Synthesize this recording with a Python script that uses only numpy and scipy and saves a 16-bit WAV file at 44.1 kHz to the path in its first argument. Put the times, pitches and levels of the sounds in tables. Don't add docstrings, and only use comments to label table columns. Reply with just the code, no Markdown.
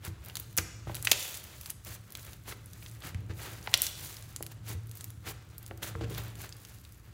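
import sys
import numpy as np
from scipy import signal
from scipy.fft import rfft, irfft
from scipy.io import wavfile

SR = 44100
rng = np.random.default_rng(int(sys.argv[2]) if len(sys.argv) > 2 else 0)


def volts_from_decibels(level):
    exponent = np.asarray(level, float) / 20
    return 10 ** exponent


def inscribe(sig):
    pcm = np.round(np.clip(np.atleast_2d(sig).T, -1, 1) * 32767)
    wavfile.write(sys.argv[1], SR, pcm.astype(np.int16))


N = 314433

# f/Hz, density/dB
AIR_COLOUR = [(18, -24), (30, 7), (109, 7), (227, -10), (801, -32), (1280, -18.5), (4000, -42.5),
              (9000, -38), (15500, -35.5)]
# t/s, level/dB
HUM_CURVE = [(0.0, -53), (0.44, -49.5), (1.07, -46.5), (1.27, -59), (3.1, -48.5), (3.22, -42.5),
             (4.05, -52.5), (4.91, -48.5), (5.6, -52), (5.84, -48), (6.08, -39), (6.3, -44), (6.79, -56),
             (7.13, -57.5)]
# t/s, relative level/dB, hardness/dB (gain of the upper modes)
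THUMPS = [(0.076, -32.5, -1.5), (0.584, -26.5, -6.5), (0.872, -27, -12), (0.898, -35.5, -23),
          (1.869, -36.5, -17), (2.499, -42, -18), (3.05, -34, -8), (3.147, -26, -32), (3.198, -35.5, -21.5),
          (3.299, -30, -2), (3.987, -50.5, -4), (4.406, -36, -3), (4.701, -33, -5.5), (4.748, -31.5, -11.5),
          (5.269, -34, 0.5), (5.476, -49, -5.5), (5.703, -40.5, -3), (5.831, -39, 0), (5.952, -25.5, -8.5),
          (6.013, -27, -1), (6.039, -28.5, 2.5), (6.109, -32, 1)]
# f/Hz, stirred relative level/dB, struck relative level/dB, stirred t60/s
TABLE_MODES = [(63, -2, -46, 0.9), (70, -16.5, -18.5, 0.83), (92.6, 0, 3, .5), (111.78, 6, -3, 0.99),
               (146, -4, -5, 0.25), (181.7, -10, -14, 0.53), (288, -14.5, -3.5, 0.12),
               (328.5, -14.5, -4, 0.48), (403, -24, -7.5, 0.27), (458, -22, -10, 0.39)]
# t/s, hold/s, squelch level/dB, bead crackle level/dB
PRESSES = [(0.053, 0.03, -45, -46), (1.864, .088, -52.5, -47.5), (2.481, 0.044, -48.5, -47.5),
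           (3.046, 0.047, -46.5, -47), (4.678, 0.051, -47.5, -44.5), (5.272, 0.038, -43, -45),
           (5.853, 0.038, -49, -46), (6.393, 0.063, -47.5, -50)]
# t/s, hold/s, squelch level/dB, bead crackle level/dB
SLAPS = [(0.579, 0.016, -40.5, -41), (0.875, 0.046, -53, -60.5), (3.297, 0.019, -48, -79.5),
         (5.827, 0.011, -40, -40), (6.012, 0.032, -46.5, -72)]
# peak t/s, squelch 10 dB rise/s, 10 dB fall/s (both at least 0.01),
# squelch level/dB, bead crackle level/dB
PULLS = [(0.3, .1, .1, -55, -59), (0.372, -0.6, 0.17, -61.5, -55.5), (0.96, 0.02, .05, -51, -47.5),
         (1.1, 0.0453, -0.04, -47.5, -40), (1.22, 0.14, 0.19, -50, -40.5), (1.37, .2, -0.2, -58, -43.5),
         (1.51, 1, 0.15, -60.5, -67), (1.714, 0.27, -0.07, -56, -51.5), (2.2, .08, .2, -65.5, -54.5),
         (2.33, 0.28, 0.04, -57, -56), (2.844, 0.23, 0.24, -59, -56), (3.38, .03, 0.5, -55, -53.5),
         (3.429, .04, 0.17, -45.5, -48), (3.73, 0.11, 0.09, -54.5, -50), (3.85, 0.0442, 0.05, -47.5, -33.5),
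         (4.046, 0.13, 0.17, -51.5, -44), (4.33, 0.5, 0.1, -60.5, -62), (4.517, 0, -0.11, -49, -50),
         (4.994, 0.1, 0.15, -62, -55), (5.1, -0.4, -0.2, -59, -63), (5.68, 0.3, .05, -63, -64),
         (6.105, -0.03, 0.1, -47.5, -53), (6.178, 0.0462, 0.11, -45, -50), (6.74, 0.34, 0.09, -63, -55.5),
         (7.0, 2.7, 0.5, -68, -66.5)]
# f/Hz, level/dB
SQUELCH_COLOUR = [(300, -6), (600, -2), (900, -1), (1600, 7.5), (3600, 8), (7000, 1.5)]
# f/Hz, level/dB
BEAD_COLOUR = [(2500, -25), (5000, 9), (8000, 5), (11500, -9.5), (14500, 19)]
# t/s, peak level/dB, pocket f/Hz, snap level against the pocket/dB
POPS = [(0.05, -23.5, 11100, -13), (0.2488, -30.5, 15370, -10), (0.2599, -30, 15160, -12),
        (0.2851, -31, 12900, -18), (0.2985, -31.5, 2830, -5), (0.355, -19.5, 4360, 10),
        (0.3693, -17, 4250, 10), (0.3986, -19.5, 14340, -23), (0.5684, -19, 13090, -13),
        (0.576, -7.5, 13900, -8), (0.5827, -11.5, 6130, -14), (0.586, -16, 2050, -29),
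        (0.8718, -32.5, 665, -17), (0.8961, -31, 580, -19), (0.9456, -24.5, 5160, 5),
        (0.9523, -21, 10300, -2), (1.026, -18.5, 10900, -4), (1.0484, -18, 15500, 3),
        (1.0517, -13.5, 9500, -1), (1.0712, -12.5, 1650, -1), (1.0725, -11.5, 2740, -10),
        (1.106, -25, 14100, -6), (1.1146, -5, 9130, -7), (1.1173, 3, 3940, 5.5), (1.1184, -24, 603, -24),
        (1.1205, -9.5, 6400, -2), (1.121, -27, 2380, 1.5), (1.1302, -16.5, 3050, -5),
        (1.373, -23, 13600, -2), (1.612, -26, 15000, 8), (1.6598, -25, 10210, 24), (1.6988, -26, 14510, 13),
        (1.703, -15, 10840, -0.5), (1.849, -28.5, 14400, -1), (2.1049, -36, 12600, -7),
        (2.1223, -26.5, 14510, -6), (2.1521, -22.5, 3650, 4.5), (2.1727, -28, 13870, -6),
        (2.2507, -33, 14000, -14), (2.3327, -32, 5860, 7), (2.6594, -33, 10900, -25),
        (2.7332, -31.5, 6840, 2), (2.826, -38, 2300, -6), (2.8618, -36, 2960, -11),
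        (2.8832, -38.5, 6200, -10), (2.9138, -37.5, 9690, -1), (3.022, -36, 3900, -9),
        (3.1463, -31, 2000, 1), (3.6738, -21.5, 1890, -11), (3.676, -25.5, 680, -20),
        (3.733, -29, 2400, -4), (3.74, -2, 3560, -4.5), (3.7415, -23.5, 640, -21), (3.7418, -7, 4520, -9.5),
        (3.745, -13.5, 4570, -10.5), (3.753, -22, 3300, -8), (3.7749, -15.5, 10940, -2),
        (3.8191, -4, 11900, -28), (3.837, -21, 15590, -6), (3.8671, -13.5, 7150, -3),
        (4.3623, -20, 7560, -9), (4.4073, -32, 527, -31), (4.4264, -18, 15100, -1), (4.4335, -34, 3500, -8),
        (4.4651, -26, 13520, 15), (4.8708, -38, 14210, -9), (4.8943, -38, 11000, -6),
        (4.9135, -32.5, 9400, -22), (4.9538, -34, 14080, -4), (4.9716, -30.5, 14400, -12),
        (5.009, -27.5, 7500, 2.5), (5.043, -23.5, 13860, 2), (5.1038, -30.5, 13000, -3),
        (5.5812, -25, 15300, -20), (5.6287, -33.5, 12000, -4.5), (5.6634, -31.5, 9600, 6),
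        (5.6787, -34, 15100, -7), (5.7105, -32, 573, -26), (5.7752, -35, 14690, 8),
        (5.8302, -22.5, 14700, 9), (5.832, -24, 3660, -4), (5.9525, -28, 1120, -33),
        (6.011, -30.5, 480, -20), (6.0994, -34, 4100, 15), (6.148, -31, 4500, -12), (6.18, -24, 14600, -6),
        (6.3547, -34.5, 9600, 0), (6.4173, -28, 11000, 7), (6.4922, -32, 6800, 0), (6.5254, -29, 4550, -16),
        (6.6502, -32, 3070, 14), (6.8504, -38, 3800, 3), (6.923, -35.5, 14040, -13)]
# f/Hz, t60/s, relative level/dB
ROOM_BANDS = [(307, 0.49, -13), (775, 0.8, -18.5), (2000, .75, -22.5), (4140, 0.94, -23.5),
              (7800, 0.78, -24), (13000, 0.091, -18)]
# f/Hz, width/Hz, gain/dB
MIC_DIPS = [(5400, 400, -4), (8500, 800, -3.5), (11500, 700, -6)]


def rms_one(x):
    return x / np.sqrt(np.mean(x ** 2) + 1e-20)


def at_hz(points, hz, column=1):
    points = np.array(points)
    return np.interp(np.log(hz), np.log(points[:, 0]), points[:, column])


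def in_time(rows):
    t_s, *columns = np.transpose(rows)
    return [np.interp(np.arange(N) / SR, t_s, column) for column in columns]


def drift(rate_hz):
    r = np.exp(-2 * np.pi * rate_hz / SR)
    wander = signal.lfilter([1], [1, -2 * r, r * r], rng.standard_normal(N + SR))
    return rms_one(wander[SR:])


def ring(x, hz, t60_s):
    r = volts_from_decibels(-60 / (t60_s * SR))
    w = 2 * np.pi * min(hz, .45 * SR) / SR
    return signal.lfilter([.5, 0, -.5], [1, -2 * r * np.cos(w), r * r], x + 1e-18)


def air():
    level_db = -52.5
    hz = np.maximum(np.arange(N // 2 + 1) * SR / N, 1)
    spectrum = rfft(rng.standard_normal(N)) * volts_from_decibels(at_hz(AIR_COLOUR, hz))
    return volts_from_decibels(level_db) * rms_one(irfft(spectrum, N))


def table(hum_db):
    thump_db, hard_above_hz, luck_db = -6, 230, 3.73
    t_s, level_db, hard_db = np.transpose(THUMPS)
    luck = rng.normal(0, luck_db, (len(t_s), len(TABLE_MODES)))
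    stirred, struck = 0, 0
    for k, (hz, stirred_db, struck_db, t60_s) in enumerate(TABLE_MODES):
        stir = ring(rng.standard_normal(N + SR), hz, t60_s)[SR:]
        stirred = stirred + volts_from_decibels(stirred_db) * rms_one(stir)
        blow_db = level_db + struck_db + thump_db + hard_db * (hz > hard_above_hz) + luck[:, k]
        blows = np.zeros(N)
        blows[(t_s * SR).astype(int)] = volts_from_decibels(blow_db)
        padded_finger = signal.butter(2, 1.17 * hz, fs=SR)
        struck = struck + signal.lfilter(*padded_finger, ring(blows, hz, .5 * t60_s))
    return volts_from_decibels(hum_db) * rms_one(stirred) + struck


def peak(start_s, stop_s, rise_db_per_s, fall_db_per_s):
    t_s = np.arange(0, N / SR + 1, 1 / 1000)
    rise = rise_db_per_s * (t_s - start_s)
    fall = fall_db_per_s * (stop_s - t_s)
    return np.minimum(0, np.minimum(rise, fall))


def kneading():
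    rest_squelch_db, rest_bead_db = -75, -84
    press_rise_db_per_s, slap_rise_db_per_s, fall_db_per_s = 500, 2500, 600
    ooze_db, ooze_fall_db_per_s = -13.5, 110
    bead_swing = 1.26
    squelch_power, pressed_power, pulled_power = volts_from_decibels(2 * rest_squelch_db), 0, volts_from_decibels(2 * rest_bead_db)
    touches = [(press_rise_db_per_s, *row) for row in PRESSES]
    touches += [(slap_rise_db_per_s, *row) for row in SLAPS]
    for rise, s, hold_s, squelch_db, bead_db in touches:
        shape = peak(s, s + hold_s, rise, fall_db_per_s)
        ooze = ooze_db + peak(s, s + hold_s, rise, ooze_fall_db_per_s)
        squelch_power = squelch_power + volts_from_decibels(2 * (squelch_db + np.maximum(shape, ooze)))
        pressed_power = pressed_power + volts_from_decibels(2 * (bead_db + bead_swing * shape))
    for s, rise_s, fall_s, squelch_db, bead_db in PULLS:
        shape = peak(s, s, 10 / max(rise_s, .01), 10 / max(fall_s, .01))
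        squelch_power = squelch_power + volts_from_decibels(2 * (squelch_db + shape))
        pulled_power = pulled_power + volts_from_decibels(2 * (bead_db + bead_swing * shape))
    ms = 1000 * np.arange(N) / SR
    powers = (squelch_power, pressed_power + pulled_power, pulled_power)
    return [np.interp(ms, np.arange(len(p)), np.sqrt(p)) for p in powers]


def grains(median_per_s, clump_db, t60_cycles, colour, count=14):
    size_db = np.minimum(rng.exponential(1, N), 4)
    sizes = volts_from_decibels(size_db) * rng.choice([-1, 1], N)
    born = rng.random(N) < median_per_s * volts_from_decibels(clump_db * drift(30)) / SR
    dealt = rng.integers(0, count, N)
    total = 0
    for k, hz in enumerate(np.geomspace(colour[0][0], colour[-1][0], count)):
        clicks = sizes * born * (dealt == k)
        total = total + volts_from_decibels(at_hz(colour, hz)) * ring(clicks, hz, t60_cycles / hz)
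    return rms_one(total)


def squelch(gain):
    return gain * grains(median_per_s=6100, clump_db=5.5, t60_cycles=8.0, colour=SQUELCH_COLOUR)


def beads(gain):
    return gain * grains(median_per_s=10000, clump_db=3.0, t60_cycles=2.5, colour=BEAD_COLOUR)


def tiny_pops(pull, count=360):
    over_db, follows, spread_db, snap_db = -2.5, .75, 4, -3.5
    low_hz, high_hz = 3980, 15800
    when, size, pitch = rng.random((count, 3)).T
    pull_db = 20 * np.log10(pull[(when * N).astype(int)])
    level_db = follows * pull_db + over_db - spread_db * np.log(size + .05)
    hz = high_hz - pitch ** 2 * (high_hz - low_hz)
    return [(w * N / SR, db, f, snap_db) for w, db, f in zip(when, level_db, hz)]


def pops(rows):
    burst_ms, tear_db, tear_ms, lag_ms = 0.59, -20, 5.8, 1.0
    snap_hz, snap_reach, soft, soggy_hz, pocket_cycles = 2500, 4.0, 3.6, 400, 5.5
    length = 2048
    out, ms = np.zeros(N + length), 1000 * np.arange(length) / SR
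    noise = rng.standard_normal((len(rows), 2, length))
    for (s, db, hz, snap_db), (hiss, lumps) in zip(rows, noise):
        sputter = volts_from_decibels(tear_db) * np.abs(lumps) * np.exp(-ms / tear_ms) * -np.expm1(-ms / lag_ms)
        push = hiss * (.5 * np.exp(-ms / burst_ms) + sputter)
        push[0] = 1
        slow = signal.lfilter(*signal.butter(2, min(soft * hz, .45 * SR), fs=SR), push)
        pocket = ring(slow, hz, pocket_cycles / (hz + soggy_hz))
        edges_hz = [min(hz, snap_hz), min(snap_reach * hz, .4 * SR)]
        snap = signal.lfilter(*signal.butter(1, edges_hz, "band", fs=SR), push)
        pop = pocket / np.abs(pocket).max() + volts_from_decibels(snap_db) * snap / np.abs(snap).max()
        start = round(s * SR)
        out[start:start + length] += volts_from_decibels(db) * pop / np.abs(pop).max()
    return out[:N]


def room(x):
    onset_ms, level_db = 10.0, -22.5
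    t_s, tail = np.arange(SR) / SR, 0
    edges_hz = 200 * 2 ** np.arange(0, 6.6, .5)
    for low, high in zip(edges_hz, edges_hz[1:]):
        hz = np.sqrt(low * high)
        band_pass = signal.butter(2, [low, high], "band", fs=SR, output="sos")
        band = signal.sosfilt(band_pass, rng.standard_normal(SR))
        decay_db = -60 * t_s / at_hz(ROOM_BANDS, hz)
        tail = tail + band * volts_from_decibels(at_hz(ROOM_BANDS, hz, column=2) + level_db + decay_db)
    onset = -np.expm1(-1000 * t_s / onset_ms)
    return signal.fftconvolve(x, tail * onset)[:N]


def dip(x, hz, width_hz, gain_db):
    band = signal.lfilter(*signal.iirpeak(hz, hz / width_hz, fs=SR), x)
    return x - (1 - volts_from_decibels(gain_db)) * band


def scene():
    squelch_gain, bead_gain, pull = kneading()
    slime = squelch(squelch_gain) + beads(bead_gain) + pops(POPS + tiny_pops(pull))
    mix = slime + room(slime) + table(*in_time(HUM_CURVE)) + air()
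    return mix[None]


def band_limit(x):
    return signal.sosfilt(signal.butter(12, 17150, fs=SR, output="sos"), x)


def record(dry):
    x = signal.sosfilt(signal.butter(4, 52, "high", fs=SR, output="sos"), dry)
    for row in MIC_DIPS:
        x = dip(x, *row)
    x = np.clip(x, -.82, .82)
    top_cut = signal.cheby2(14, 34, 16080, fs=SR, output="sos")
    x = signal.sosfilt(top_cut, x)
    return band_limit(x)


dry = scene()
out = record(dry)
inscribe(out)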